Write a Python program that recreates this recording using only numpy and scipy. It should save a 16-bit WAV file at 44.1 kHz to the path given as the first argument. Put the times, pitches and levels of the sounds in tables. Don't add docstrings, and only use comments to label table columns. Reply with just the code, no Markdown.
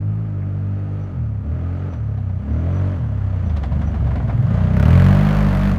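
import sys
import numpy as np
from scipy import signal
from scipy.fft import rfft, irfft, next_fast_len
from scipy.io import wavfile

SR = 44100
rng = np.random.default_rng(int(sys.argv[2]) if len(sys.argv) > 2 else 0)


def store_pcm(level_fs):
    pcm = np.round(np.clip(level_fs, -1, 1) * 32767).astype(np.int16)
    wavfile.write(sys.argv[1], SR, np.atleast_2d(pcm).T)


N = 254898
TIME = np.arange(N) / SR

# time_s, cycle_hz
ENGINE_SPEED = [(0.0, 50.31), (0.212, 55.0), (0.373, 48.62), (1.043, 50.11), (1.252, 36.99), (1.403, 32.72),
                (1.537, 40.62), (1.877, 47.55), (1.983, 37.09), (2.345, 30.4), (2.776, 47.16),
                (2.924, 47.41), (3.076, 35.14), (3.37, 30.9), (3.693, 20.65), (3.746, 25.3), (4.387, 19.5),
                (4.556, 31.06), (4.757, 30.71), (4.953, 43.83), (5.237, 50.56), (5.424, 51.1),
                (5.532, 46.67), (5.683, 49.77), (5.78, 41.27)]
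# open_s, shut_s, first_load_db, last_load_db, extra_buzz_db
THROTTLE_BURSTS = [(-0.2, 1.109, -3, -6, 2.9), (1.46, 1.942, -4.5, -8.5, 8.5), (2.444, 2.961, -4, -4, 10),
                   (4.47, 4.785, -6, -0.2, 4), (4.766, 5.818, 4.5, 3.5, 2.4)]
# time_s, level_db
PROXIMITY = [(0, -21.5), (1.3, -14.5), (2.2, -12.5), (3, -11.5), (3.6, -3), (4.2, 0), (4.9, -0.5),
             (5.78, -4)]
# front_until_s, alongside_at_s, behind_from_s
SIDE_TIMES = [4.2, 4.65, 5.32]
SIDE_SMEAR = [0.853, -0.39, 0.476]
# front_db, alongside_db, behind_db
SIDE_BUZZ = [0.5, 4, -3.5]
# pull_db, coast_db
EXHAUST_ORDERS = [(9, -2.5), (12, 2.5), (3.5, 4), (-4.5, -6), (-9, -16), (-4, -16.5), (-6, -16.5),
                  (-7.5, -21)]
# freq_hz, front_db, alongside_db, behind_db
THROB_SPECTRUM = [(25.0, -40, -43.5, -42), (45.8, -16.5, -20, -13.5), (76.3, -2.1, -10.5, -12.5),
                  (103, -1.16, 2.5, -20), (155.0, 0.76, 7, -5.6), (201, 1.1, -2, 1.75),
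                  (281.5, -3.5, -16.5, -17.5), (420, -19.5, -21, -27)]
# freq_hz, width_hz, level_db
MUFFLER_MODES = [(112, 28, 0), (190, 40, -3), (280, 40, -12)]
# centre_s, half_length_s, level_db
IDLE_BLIPS = [(3.75, 0.042, -33.5), (4.066, 0.052, -33.5), (4.239, 0.022, -27), (4.423, 0.12, -26.5)]
# freq_hz, level_db
BOOM_SPECTRUM = [(90, 3), (120, 12.5), (155, -6.5), (185, -5.5), (215, 4.5), (280, -13), (345, -16.5),
                 (400, -35)]
BAFFLE_DELAYS = [.0013, .0023, .0037]
# freq_hz, level_db
BUZZ_SPECTRUM = [(330, -2), (410, 4), (460, 4), (520, -6), (575, 5), (620, 7), (690, -6), (800, -19),
                 (1000, -14), (1400, -15), (2500, -22)]
# freq_hz, level_db
FAR_CLATTER_SPECTRUM = [(400, -1), (600, -6), (850, -9), (1040, -20), (1250, -8), (1550, -16), (1950, -21),
                        (2400, -24), (3000, -28), (3650, -35), (4500, -35), (5200, -41.5), (6300, -41.5),
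                        (9000, -53.5)]
# freq_hz, level_db
NEAR_CLATTER_SPECTRUM = [(450, -7), (650, 0), (850, -8), (1250, -9.5), (1550, -12), (1950, -16.5),
                         (2600, -23.5), (3050, -23), (3700, -30.5), (4600, -32.5), (5200, -37.5),
                         (6500, -37.5), (8000, -45.5), (14000, -54.5)]
# time_s, level_db
TYRE_LEVEL = [(0, -43), (1.2, -42), (2.4, -39), (3.3, -35), (3.7, -29), (4.2, -26), (4.6, -31), (5.78, -29)]
# freq_hz, level_db
TYRE_SPECTRUM = [(30, -9.5), (60, -1), (120, 0.5), (220, 1), (350, -14), (700, -24.5)]
# freq_hz, level_db
AIR_SPECTRUM = [(100, 7.5), (1000, 7), (4000, -27.5), (8000, -29), (15000, -31.5)]
# centre_s, half_length_s, level_db
BRAKE_SQUEAKS = [(1.03, .025, -70), (1.937, .03, -64.5), (2.564, 0.054, -73), (2.772, 0.036, -64),
                 (3.474, 0.023, -66), (3.88, 0.026, -61.5)]
# start_s, rattle_db, knock_db
JOLTS = [(1.93, -53, -35.5), (2.173, -56, -41), (2.292, -59, -41.5), (3.494, -47, -38),
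         (3.563, -41.5, -31.5), (3.631, -39.5, -27), (3.718, -50, -34), (3.812, -44.5, -30.5),
         (3.94, -47.5, -31.5), (4.065, -49, -31), (4.107, -50, -29.5), (4.155, -46, -28),
         (4.199, -64, -30.5), (4.28, -53, -33), (4.295, -50, -28)]
# freq_hz, level_db
PANEL_SPECTRUM = [(380, -14), (600, 3), (715, 8), (850, -4.5), (1000, 3), (1200, -5), (1550, -7),
                  (2200, -12)]
# time_s, level_db
RASP_LEVEL = [(0, -78), (2.4, -77), (2.8, -61), (3.1, -75), (4.4, -51.5), (4.72, -49.5), (4.77, -33),
              (4.85, -31), (4.95, -31), (5.2, -33.5), (5.45, -36), (5.7, -34.5), (5.78, -46)]
# freq_hz, level_db
RASP_SPECTRUM = [(900, 4), (1500, 4), (2400, -4), (3300, -11), (4500, -15), (5200, -19), (8000, -27),
                 (10300, -27), (11500, -25.5), (15500, -29.5)]

SECOND_FIRING_CYCLES = .39


def from_db(db):
    return 10 ** (np.asarray(db) / 20)


def unit_rms(x):
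    return x / np.sqrt(np.mean(x ** 2) + 1e-20)


def curve(rows):
    return np.interp(TIME, *np.transpose(rows))


def swells(rows):
    return sum(from_db(db) * np.exp(-((TIME - centre_s) / half_s) ** 2) for centre_s, half_s, db in rows)


def gain_at(spectrum, hz):
    freq_hz, level_db = np.transpose(spectrum)
    beyond_octaves = np.abs(np.log2(hz / np.clip(hz, freq_hz[0], freq_hz[-1])))
    return from_db(np.interp(np.log(hz), np.log(freq_hz), level_db) - 33 * beyond_octaves)


def colour(x, spectrum):
    size = next_fast_len(N + 4096)
    hz = np.maximum(np.fft.rfftfreq(size, 1 / SR), 1)
    return unit_rms(irfft(rfft(x, size) * gain_at(spectrum, hz), size)[:N])


def band(x, low_hz, high_hz):
    sos = signal.butter(2, [low_hz, high_hz], "band", fs=SR, output="sos")
    return unit_rms(signal.sosfilt(sos, x))


def drift(rate_hz):
    hop = 40
    pole = np.exp(-2 * np.pi * rate_hz * hop / SR)
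    noise = rng.standard_normal(N // hop + 2002)
    slow = signal.lfilter([1], [1, -2 * pole, pole * pole], noise)[2000:]
    return np.interp(np.arange(N) / hop, np.arange(len(slow)), unit_rms(slow))


def throttle(ramp_s):
    opened, load_db, buzz_db = np.zeros((3, N))
    for open_s, shut_s, first_db, last_db, extra_db in THROTTLE_BURSTS:
        gate = np.clip(np.minimum(TIME - open_s, shut_s - TIME) / ramp_s + .5, 0, 1)
        opened += gate
        load_db += gate * np.interp(TIME, [open_s, shut_s], [first_db, last_db])
        buzz_db += gate * extra_db
    return np.minimum(opened, 1), load_db, buzz_db


def firing_clicks(cycles, cycle_hz, second_gain, jitter_cycles, uneven_db):
    clicks = np.zeros(N)
    for lag, gain in ((0, 1), (SECOND_FIRING_CYCLES, second_gain)):
        count = np.floor(cycles - lag + jitter_cycles * drift(25))
        clicks[1:] += gain * (np.diff(count) > 0)
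    return clicks * from_db(uneven_db * drift(36)) / np.sqrt(cycle_hz)


def firing_puffs(cycles, cycle_hz, decay_s, second_gain, floor, uneven_db):
    envelope = floor
    for lag, gain in ((0, 1), (SECOND_FIRING_CYCLES, second_gain)):
        count, fraction = np.divmod(cycles - lag, 1)
        strength = from_db(uneven_db * rng.standard_normal(512))[count.astype(int) % 512]
        envelope = envelope + gain * strength * np.exp(-fraction / cycle_hz / decay_s)
    return unit_rms(envelope)


def muffler_phase_rad(hz):
    response = sum(from_db(db) / (1 + 1j * (hz ** 2 - mode_hz ** 2) / (hz * width_hz))
                   for mode_hz, width_hz, db in MUFFLER_MODES)
    return np.angle(response)


def exhaust_throb(cycles, cycle_hz, opened, load_db, gain_db):
    lag_cycles, coast_lag_cycles, boom_lag_cycles = .12, .161, .27
    side_weights = [np.interp(TIME, SIDE_TIMES, side) for side in np.eye(3)]
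    smear_rad = np.interp(TIME, SIDE_TIMES, SIDE_SMEAR)
    freq_hz, *sides_db = np.transpose(THROB_SPECTRUM)
    blips = swells(IDLE_BLIPS)
    out = np.zeros(N)
    for order, (pull_db, coast_db) in enumerate(EXHAUST_ORDERS, 1):
        hz = order * cycle_hz
        colour_db = sum(weight * np.interp(np.log(hz), np.log(freq_hz), db)
                        for weight, db in zip(side_weights, sides_db))
        rad_per_cycle = 2 * np.pi * order
        phase = rad_per_cycle * (cycles - lag_cycles) + muffler_phase_rad(hz)
        smeared = phase + smear_rad * (order - 3) ** 2
        pulling = opened * from_db(pull_db + load_db) * np.cos(smeared)
        coasting = (1 - opened) * from_db(coast_db) * np.cos(smeared - rad_per_cycle * coast_lag_cycles)
        boom = blips * gain_at(BOOM_SPECTRUM, hz) * np.cos(phase - rad_per_cycle * boom_lag_cycles)
        waver_db = 1.3 * drift(5) + .2 * order * drift(14)
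        out += from_db(waver_db) * (from_db(gain_db + colour_db) * (pulling + coasting) + boom)
    return np.sqrt(2) * out


def tailpipe_buzz(cycles, cycle_hz, feedback):
    edges = firing_clicks(cycles, cycle_hz, second_gain=.35, jitter_cycles=.0015, uneven_db=.8)
    for delay_s in BAFFLE_DELAYS:
        taps = np.r_[1, np.zeros(int(delay_s * SR)), feedback]
        edges = signal.lfilter(taps[::-1], taps, edges)
    return colour(edges, BUZZ_SPECTRUM)


def engine_clatter(cycles, cycle_hz, ring_s, tick_db):
    age_s = TIME[:SR // 25]
    casing = rng.standard_normal(len(age_s)) * np.exp(-age_s / ring_s)
    strikes = firing_clicks(cycles, cycle_hz, second_gain=.8, jitter_cycles=.0005, uneven_db=1)
    ticks = unit_rms(signal.fftconvolve(strikes, casing)[:N])
    puffs = firing_puffs(cycles, cycle_hz, decay_s=.005, second_gain=.6, floor=1.3, uneven_db=1.5)
    source = from_db(tick_db) * ticks + puffs * rng.standard_normal(N)
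    near = np.interp(TIME, [1.9, 2.7], [0, 1])
    return (1 - near) * colour(source, FAR_CLATTER_SPECTRUM) + near * colour(source, NEAR_CLATTER_SPECTRUM)


def tyres():
    return from_db(curve(TYRE_LEVEL)) * colour(rng.standard_normal(N), TYRE_SPECTRUM)


def open_air(level_db):
    return from_db(level_db) * colour(rng.standard_normal(N), AIR_SPECTRUM)


def distant_chirp(centre_s, half_length_s, start_hz, end_hz, level_db):
    hz = np.interp(TIME, [centre_s - half_length_s, centre_s + half_length_s], [start_hz, end_hz])
    envelope = swells([(centre_s, half_length_s, level_db)])
    return envelope * drift(350) * np.sin(2 * np.pi * np.cumsum(hz) / SR)


def brake_squeak(pitch_hz, half_width_hz):
    drag = from_db(-79) * np.interp(TIME, [0, 2.7, 3.9, 4.2], [.3, .84, .89, .16])
    mode = band(rng.standard_normal(N), pitch_hz - half_width_hz, pitch_hz + half_width_hz)
    return (drag + swells(BRAKE_SQUEAKS)) * mode


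def bumps(rattle_decay_s, knock_decay_s, rise_s):
    rattle, knock = np.zeros((2, N))
    age_s = TIME[:SR // 4]
    rise = 1 - np.exp(-age_s / rise_s)
    for start_s, rattle_db, knock_db in JOLTS:
        at = int(start_s * SR)
        rattle[at:at + len(age_s)] += from_db(rattle_db) * rise * np.exp(-age_s / rattle_decay_s)
        knock[at:at + len(age_s)] += from_db(knock_db) * rise * np.exp(-age_s / knock_decay_s)
    grit = rng.standard_normal(N) * from_db(3 * drift(300))
    return rattle * band(grit, 1600, 4100) + knock * colour(rng.standard_normal(N), PANEL_SPECTRUM)


def tailpipe_rasp(cycles, cycle_hz):
    gas_flow = np.interp(TIME, [4.4, 4.77, 4.9, 5.4], [.3, .03, .12, .25])
    blasts = firing_puffs(cycles, cycle_hz, decay_s=.004, second_gain=.15, floor=gas_flow, uneven_db=1.2)
    return from_db(curve(RASP_LEVEL)) * colour(blasts * rng.standard_normal(N), RASP_SPECTRUM)


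def scene():
    cycle_hz = curve(ENGINE_SPEED)
    cycles = np.cumsum(cycle_hz) / SR
    cycles -= np.interp(4.906, TIME, cycles)
    opened, load_db, buzz_db = throttle(ramp_s=.15)
    shut = 1 - opened
    near_db = curve(PROXIMITY)
    revs_db = 9 * np.log2(cycle_hz / 45)
    side_db = np.interp(TIME, SIDE_TIMES, SIDE_BUZZ)
    pipe_db = -37.5 + .66 * near_db + revs_db + load_db + buzz_db - 3 * shut + side_db
    clatter_db = -29.5 + near_db + revs_db + .1 * buzz_db - shut
    mix = exhaust_throb(cycles, cycle_hz, opened, load_db, gain_db=-19 + .52 * near_db)
    mix += from_db(pipe_db) * tailpipe_buzz(cycles, cycle_hz, feedback=.5)
    mix += from_db(clatter_db) * engine_clatter(cycles, cycle_hz, ring_s=.057, tick_db=-6)
    mix += tailpipe_rasp(cycles, cycle_hz)
    mix += tyres()
    mix += open_air(level_db=-54)
    mix += bumps(rattle_decay_s=.017, knock_decay_s=.018, rise_s=.0025)
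    mix += brake_squeak(pitch_hz=5925, half_width_hz=86)
    mix += distant_chirp(centre_s=.427, half_length_s=.014, start_hz=2000, end_hz=1720, level_db=-45)
    return mix[None]


def record(dry):
    fade_in = np.minimum(TIME / .008, 1) ** 2
    low_pass = signal.ellip(10, .1, 80, 15600, fs=SR, output="sos")
    return signal.sosfilt(low_pass, dry * fade_in)


dry = scene()
out = record(dry)
store_pcm(out)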